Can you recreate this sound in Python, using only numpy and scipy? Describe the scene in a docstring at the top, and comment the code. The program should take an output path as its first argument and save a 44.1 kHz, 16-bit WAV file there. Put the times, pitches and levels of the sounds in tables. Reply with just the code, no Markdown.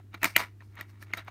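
"""In a small quiet room, a finger presses the hub of a plastic disc case lying on a carpet. The hub's teeth snap
and tick: short damped modes of disc and shell, with noise cracks and a low thud. A creak of narrow-band noise
swells before each snap; clusters of tiny ticks make the plastic rattle on. The snaps reverberate faintly in the
room, over a mains hum of three sines, a faint hiss and a low rumble of coloured noise."""
import sys
import numpy as np
from scipy import signal
from scipy.fft import rfft, irfft, next_fast_len
from scipy.io import wavfile
from scipy.ndimage import map_coordinates

SR = 44100
rng = np.random.default_rng(int(sys.argv[2]) if len(sys.argv) > 2 else 0)


def persist_wave(psi):
    """Save psi, clipped to +-1, as 16-bit WAV."""
    counts = np.round(np.clip(psi, -1, 1) * 32767).astype(np.int16)
    wavfile.write(sys.argv[1], SR, np.atleast_2d(counts).T)


def to_linear_factor(level_db):
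    """Convert decibel levels (scalar or array-like) to linear amplitude factors."""
    exponent = np.asarray(level_db, float) / 20
    return 10 ** exponent


N = 57330  # samples, 1.3 s

# Snaps of the hub teeth. Each row: start in seconds, level in dB, ring frequency in Hz, crack in dB and thud
# in dB, both re level and before a common trim, and ring t60 in seconds.
TOOTH_SNAPS = [(.0005, -50, 760, -34, -27, 0.025), (0.069, -62, 1780, -30, -24, .012),
               (0.1429, -29.5, 2070, -18, -13.5, 0.007), (0.1464, -32.5, 1300, -19, -11, 0.0059),
               (0.148, -42, 3990, -20, -20, 0.015), (0.217, -31, 1900, -20, -24, 0.005),
               (0.2311, -11, 1900, -10, -25, 0.0083), (.244, -4.5, 2070, -11, -28.5, 0.0037),
               (0.2544, -11.5, 2110, -16.5, -18.5, 0.011), (0.3632, -2, 2002, -16.5, -27.5, 0.011),
               (0.3654, -8.5, 2880, -3, -24.5, 0.01), (.378, -13.5, 2000, -25, -30.5, 0.0082),
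               (.393, -34, 985, -31, -33, 0.15), (0.6057, -44, 1827, -34.5, -24.5, 0.026),
               (.622, -43, 1032, -32, -33, 0.013), (0.7549, -51, 2100, -1.5, -23, 0.015),
               (0.772, -40.5, 1880, -31.5, -41, 0.034), (0.7918, -32.5, 1400, -37, -18.5, 0.01),
               (0.8104, -24.5, 1920, -13.5, -22.5, 0.017), (1.026, -35, 1744, -8.5, -18, 0.022),
               (1.0943, -52, 2096, -32, -12, .015), (1.1066, -48.5, 1390, -26, -3.5, .018),
               (1.1359, -13, 2104, -25, -26, 0.014), (1.1736, -26, 1590, -14, -23, 0.0086),
               (1.182, -38.5, 3850, -22.5, -39, 0.057), (1.249, -58, 1570, -5, -15, 0.013),
               (1.2811, -30, 1100, -27.5, -32, 0.015), (1.283, -39.5, 720, -33, -42, 0.033)]
# Modes of disc and shell. Each row: frequency in Hz, level in dB, t60 in seconds.
SHELL_MODES = [(687, -21.5, 0.027), (985, -29, 0.063), (1426, -12.5, 0.016), (1900, -18.5, 0.0099),
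               (2331, -13, 0.02), (2880, -27, 0.022), (3823, -25.5, 0.035), (4227, -18.5, 0.0095),
               (6050, -30.5, .012), (6430, -32, 0.043)]
# Spectrum of plastic contact noise. Each row: frequency in Hz, relative level in dB.
CONTACT_SPECTRUM = [(100, -43), (250, -13.5), (450, -27.5), (700, -7.5), (1300, -4.5), (2000, -1.5),
                    (2700, -6.5), (3300, -13), (3900, -15), (5000, -19), (7000, -38.5), (12000, -71.5)]


def unit(x):
    """Normalisation: scale to rms 1."""
    return x / np.sqrt(np.mean(x ** 2) + 1e-20)


def along(points, hz):
    """Interpolation of (Hz, value) points on a logarithmic frequency axis."""
    f, v = np.transpose(points)
    return np.interp(np.log(hz + 1), np.log(f + 1), v)


def filtered(x, response):
    """Linear filtering: the spectrum of x times a zero-phase response of frequency."""
    m = next_fast_len(len(x) + 8192)
    hz = np.fft.rfftfreq(m, 1 / SR)
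    return irfft(rfft(x, m) * response(hz), m)[:len(x)]


def coloured(x, spectrum):
    """Spectral shaping: x filtered by (Hz, dB) points, then scaled to rms 1."""
    return unit(filtered(x, lambda hz: to_linear_factor(along(spectrum, hz))))


def decay(t, t60):
    """Exponential damping: the level falls by 60 dB in t60 seconds."""
    return to_linear_factor(-60 * t / t60)


def noise(count):
    """White noise: independent Gaussian samples."""
    return rng.standard_normal(count)


def ring(modes, t, scatter_db, detune):
    """Modal superposition: damped sines, with strength and pitch scattered at random on each call."""
    total = np.zeros(len(t))
    for hz, db, t60 in modes:
        strength_luck, pitch_luck = rng.standard_normal(2)
        mode_hz = hz * (1 + detune * pitch_luck)
        strength = to_linear_factor(db + scatter_db * strength_luck)
        total += strength * decay(t, t60) * np.sin(2 * np.pi * mode_hz * t)
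    return total


def snaps():
    """Impulsive excitation: each snap rings a tooth and the shell, clacks, cracks and thuds into the carpet."""
    # Modes of the case on the carpet. Each row: frequency in Hz, level in dB, t60 in seconds.
    carpet_modes = [(195, -6, 0.082), (307, 0.5, .03), (335, -9, 0.037)]
    # Spectrum of the bright crack. Each row: frequency in Hz, relative level in dB.
    crack_spectrum = [(2940, -30.5), (5000, -5.5), (7490, 1.5), (9240, -4.5), (14700, 7.5), (16200, -9.5),
                      (16500, -14)]
    crack_trim_db, thud_trim_db, clack_db = -2.5, 4.5, -16
    crack_t60_s, clack_t60_s, rise_s = 0.012, 0.023, 0.00032
    detune = 0.027  # relative spread of mode pitch
    low_cut_hz = 180
    t = np.arange(SR // 8) / SR
    onset = 1 - np.exp(-t / rise_s)
    out = np.zeros(N + SR)
    for start_s, db, hz, crack_db, thud_db, t60 in TOOTH_SNAPS:
        tooth = decay(t, t60) * np.sin(2 * np.pi * hz * t)
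        shell = ring(SHELL_MODES, t, 3, detune)
        clack = to_linear_factor(clack_db) * decay(t, clack_t60_s) * coloured(noise(len(t)), CONTACT_SPECTRUM)
        crack = decay(t, crack_t60_s) * coloured(noise(len(t)), crack_spectrum)
        crack *= to_linear_factor(crack_db + crack_trim_db)
        thud = to_linear_factor(thud_db + thud_trim_db) * ring(carpet_modes, t, 2, detune)
        # The crack alone starts at full strength.
        snap = (tooth + shell + clack + thud) * onset + crack
        first = round(start_s * SR)
        out[first:first + len(t)] += to_linear_factor(db) * snap
    return filtered(out[:N], lambda hz: hz ** 2 / (hz ** 2 + low_cut_hz ** 2))


def squeaks():
    """Sliding friction: a tooth squeaks in a narrow noise band, ever louder until it lets go at the snap."""
    centre_hz, width_hz = 2500, 500
    level_db = -26  # re the snap's level
    rise_s = 0.012  # time for 20 dB
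    t = np.arange(N) / SR
    swell = np.zeros(N)
    for start_s, db, *_ in TOOTH_SNAPS:
        approach_db = 20 * np.minimum(t - start_s, 0) / rise_s
        swell += to_linear_factor(db + level_db + approach_db) * (t < start_s)
    creak = filtered(noise(N), lambda hz: np.exp(-((hz - centre_hz) / width_hz) ** 2))
    return swell * unit(creak)


def rattle():
    """Random contact excitation: dense tick bursts over a smooth scrape drive the shell in swells."""
    # Contacts of disc, shell and fingers. Each row: time of the swell's peak in seconds, rise by 20 dB in
    # seconds, level in dB, t60 in seconds, treble in dB re level.
    contact_swells = [(0.002, 0.0048, -63, 0.1, -42), (.125, 0.02, -74, .1, -32),
                      (0.149, 0.019, -40.5, 0.049, -25), (0.179, 0.014, -57.5, 0.042, -16),
                      (0.232, 0.008, -30.5, 0.18, -20), (0.26, 0.025, -29, 0.046, -6.5),
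                      (0.274, 0.031, -44.5, .22, -2), (0.362, 0.005, -39.5, 0.059, -24),
                      (0.387, .02, -31.5, 0.14, -6), (0.4, 0.022, -32, 0.16, -14.5),
                      (0.418, .02, -39, 0.15, -16), (.612, 0.0038, -59.5, 0.14, -32),
                      (0.644, 0.06, -73, 0.24, 0.5), (0.716, 0.041, -70, 0.22, -8),
                      (0.777, 0.034, -50, 0.25, -35), (0.801, 0.033, -47, 0.13, -19),
                      (0.818, 0.011, -54, 0.12, -10.5), (.903, .04, -62.5, 0.084, -4),
                      (.96, 0.2, -67.5, 0.61, -19), (1.024, 0.023, -50, 0.077, -4.5),
                      (1.071, .03, -61.5, .2, -18), (1.11, 0.022, -56, 0.074, -27),
                      (1.15, 0.02, -47, 0.076, -11), (1.174, 0.0092, -38, 0.096, -13),
                      (1.188, 0.0085, -47, 0.15, -33), (1.197, 0.017, -42.5, 0.072, -21),
                      (1.248, 0.023, -67, 0.08, -29), (1.284, 0.031, -49, .12, -22)]
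    # Spectrum of the treble fizz. Each row: frequency in Hz, relative level in dB.
    fizz_spectrum = [(2800, -29.5), (4300, 3), (5500, 2), (7500, -6.5), (9200, -0.5), (10500, -11),
                     (12500, -2.5), (15500, -9), (16500, -21)]
    ticks_per_s, tick_spread_db, tick_t60_s = 700, 2, 0.0076
    smooth_share, ring_share = 0.8, 0.5
    t = np.arange(N) / SR
    body_power, treble_power = np.zeros(N), np.zeros(N)
    for peak_s, rise_s, db, t60, treble_db in contact_swells:
        slope_db = np.where(t < peak_s, 20 * (t - peak_s) / rise_s, 60 * (peak_s - t) / t60)
        power = to_linear_factor(db + slope_db) ** 2
        body_power += power
        treble_power += to_linear_factor(treble_db) ** 2 * power
    ticks = (rng.random(N) < ticks_per_s / SR) * to_linear_factor(tick_spread_db * noise(N))
    tick_shape = decay(t[:SR // 20], tick_t60_s)
    bursts = unit(signal.fftconvolve(ticks, tick_shape)[:N]) + smooth_share
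    drive = bursts * noise(N)
    rung = signal.fftconvolve(drive, ring(SHELL_MODES, t[:SR // 8], 0, 0))[:N]
    body = unit(coloured(drive, CONTACT_SPECTRUM) + ring_share * unit(rung))
    fizz = coloured((bursts + 1) * noise(N), fizz_spectrum)
    return np.sqrt(body_power) * body + np.sqrt(treble_power) * fizz


def room(x):
    """Reverberation: convolution with a delayed noise tail whose decay time depends on frequency."""
    # Decay of the room. Each row: frequency in Hz, t60 in seconds.
    room_decay = [(200, 0.1), (2000, 0.23), (12000, 0.06)]
    delay_s = 0.007  # path by way of the walls
    hz, t, z = signal.stft(noise(SR // 2), SR, nperseg=256)
    damping = decay(t, along(room_decay, hz)[:, None])
    tail = signal.istft(z * damping, SR, nperseg=256)[1]
    delayed = np.pad(x, (round(delay_s * SR), 0))
    return signal.fftconvolve(delayed, tail / np.linalg.norm(tail))[:N]


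def hum():
    """Harmonic line spectrum: twice the mains frequency and two overtones, wavering together in level."""
    # Lines of the hum. Each row: frequency in Hz, level in dB rms.
    hum_lines = [(100.3, -51), (200.6, -82.5), (300.9, -70.5)]
    waver_db, wavers_per_s = 0.6, 22
    t = np.arange(N) / SR
    waver = map_coordinates(noise(200), [t * wavers_per_s])
    total = np.zeros(N)
    for hz, db in hum_lines:
        phase = 2 * np.pi * (hz * t + rng.random())
        total += np.sqrt(2) * to_linear_factor(db) * np.sin(phase)
    return to_linear_factor(waver_db * waver) * total


def hiss():
    """Stationary coloured noise: a faint steady hiss at -65.5 dB rms."""
    # Spectrum of the hiss. Each row: frequency in Hz, relative level in dB.
    hiss_spectrum = [(88, -30.5), (150, -11), (222, -5.5), (276, -11.5), (363, -8), (549, -26.5),
                     (594, -24.5), (1300, -27), (9700, -43.5), (16500, -43.5)]
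    return to_linear_factor(-65.5) * coloured(noise(N), hiss_spectrum)


def rumble():
    """Low-frequency coloured noise: a steady rumble at -63 dB rms."""
    # Spectrum of the rumble. Each row: frequency in Hz, relative level in dB.
    rumble_spectrum = [(20, -36), (32, -20.5), (42, -1.5), (65, 5.5), (130, -1), (200, -17), (300, -38)]
    return to_linear_factor(-63) * coloured(noise(N), rumble_spectrum)


def scene():
    """Linear superposition: snaps with their room, squeaks and rattle over hum, hiss and rumble."""
    hits = snaps()
    room_db = -23
    case = hits + to_linear_factor(room_db) * room(hits) + squeaks() + rattle()
    background = hum() + hiss() + rumble()
    return (case + background)[None]


def band_limit(x):
    """A steep low-pass at the top of the band."""
    return signal.sosfilt(signal.butter(12, 16640, fs=SR, output="sos"), x)


def record(dry):
    """Band limitation: a steep low-pass removes the highest treble."""
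    top_hz = 15900
    mix = filtered(dry[0], lambda hz: 1 / (1 + (hz / top_hz) ** 80))[None]
    return band_limit(mix)


dry = scene()
out = record(dry)
persist_wave(out)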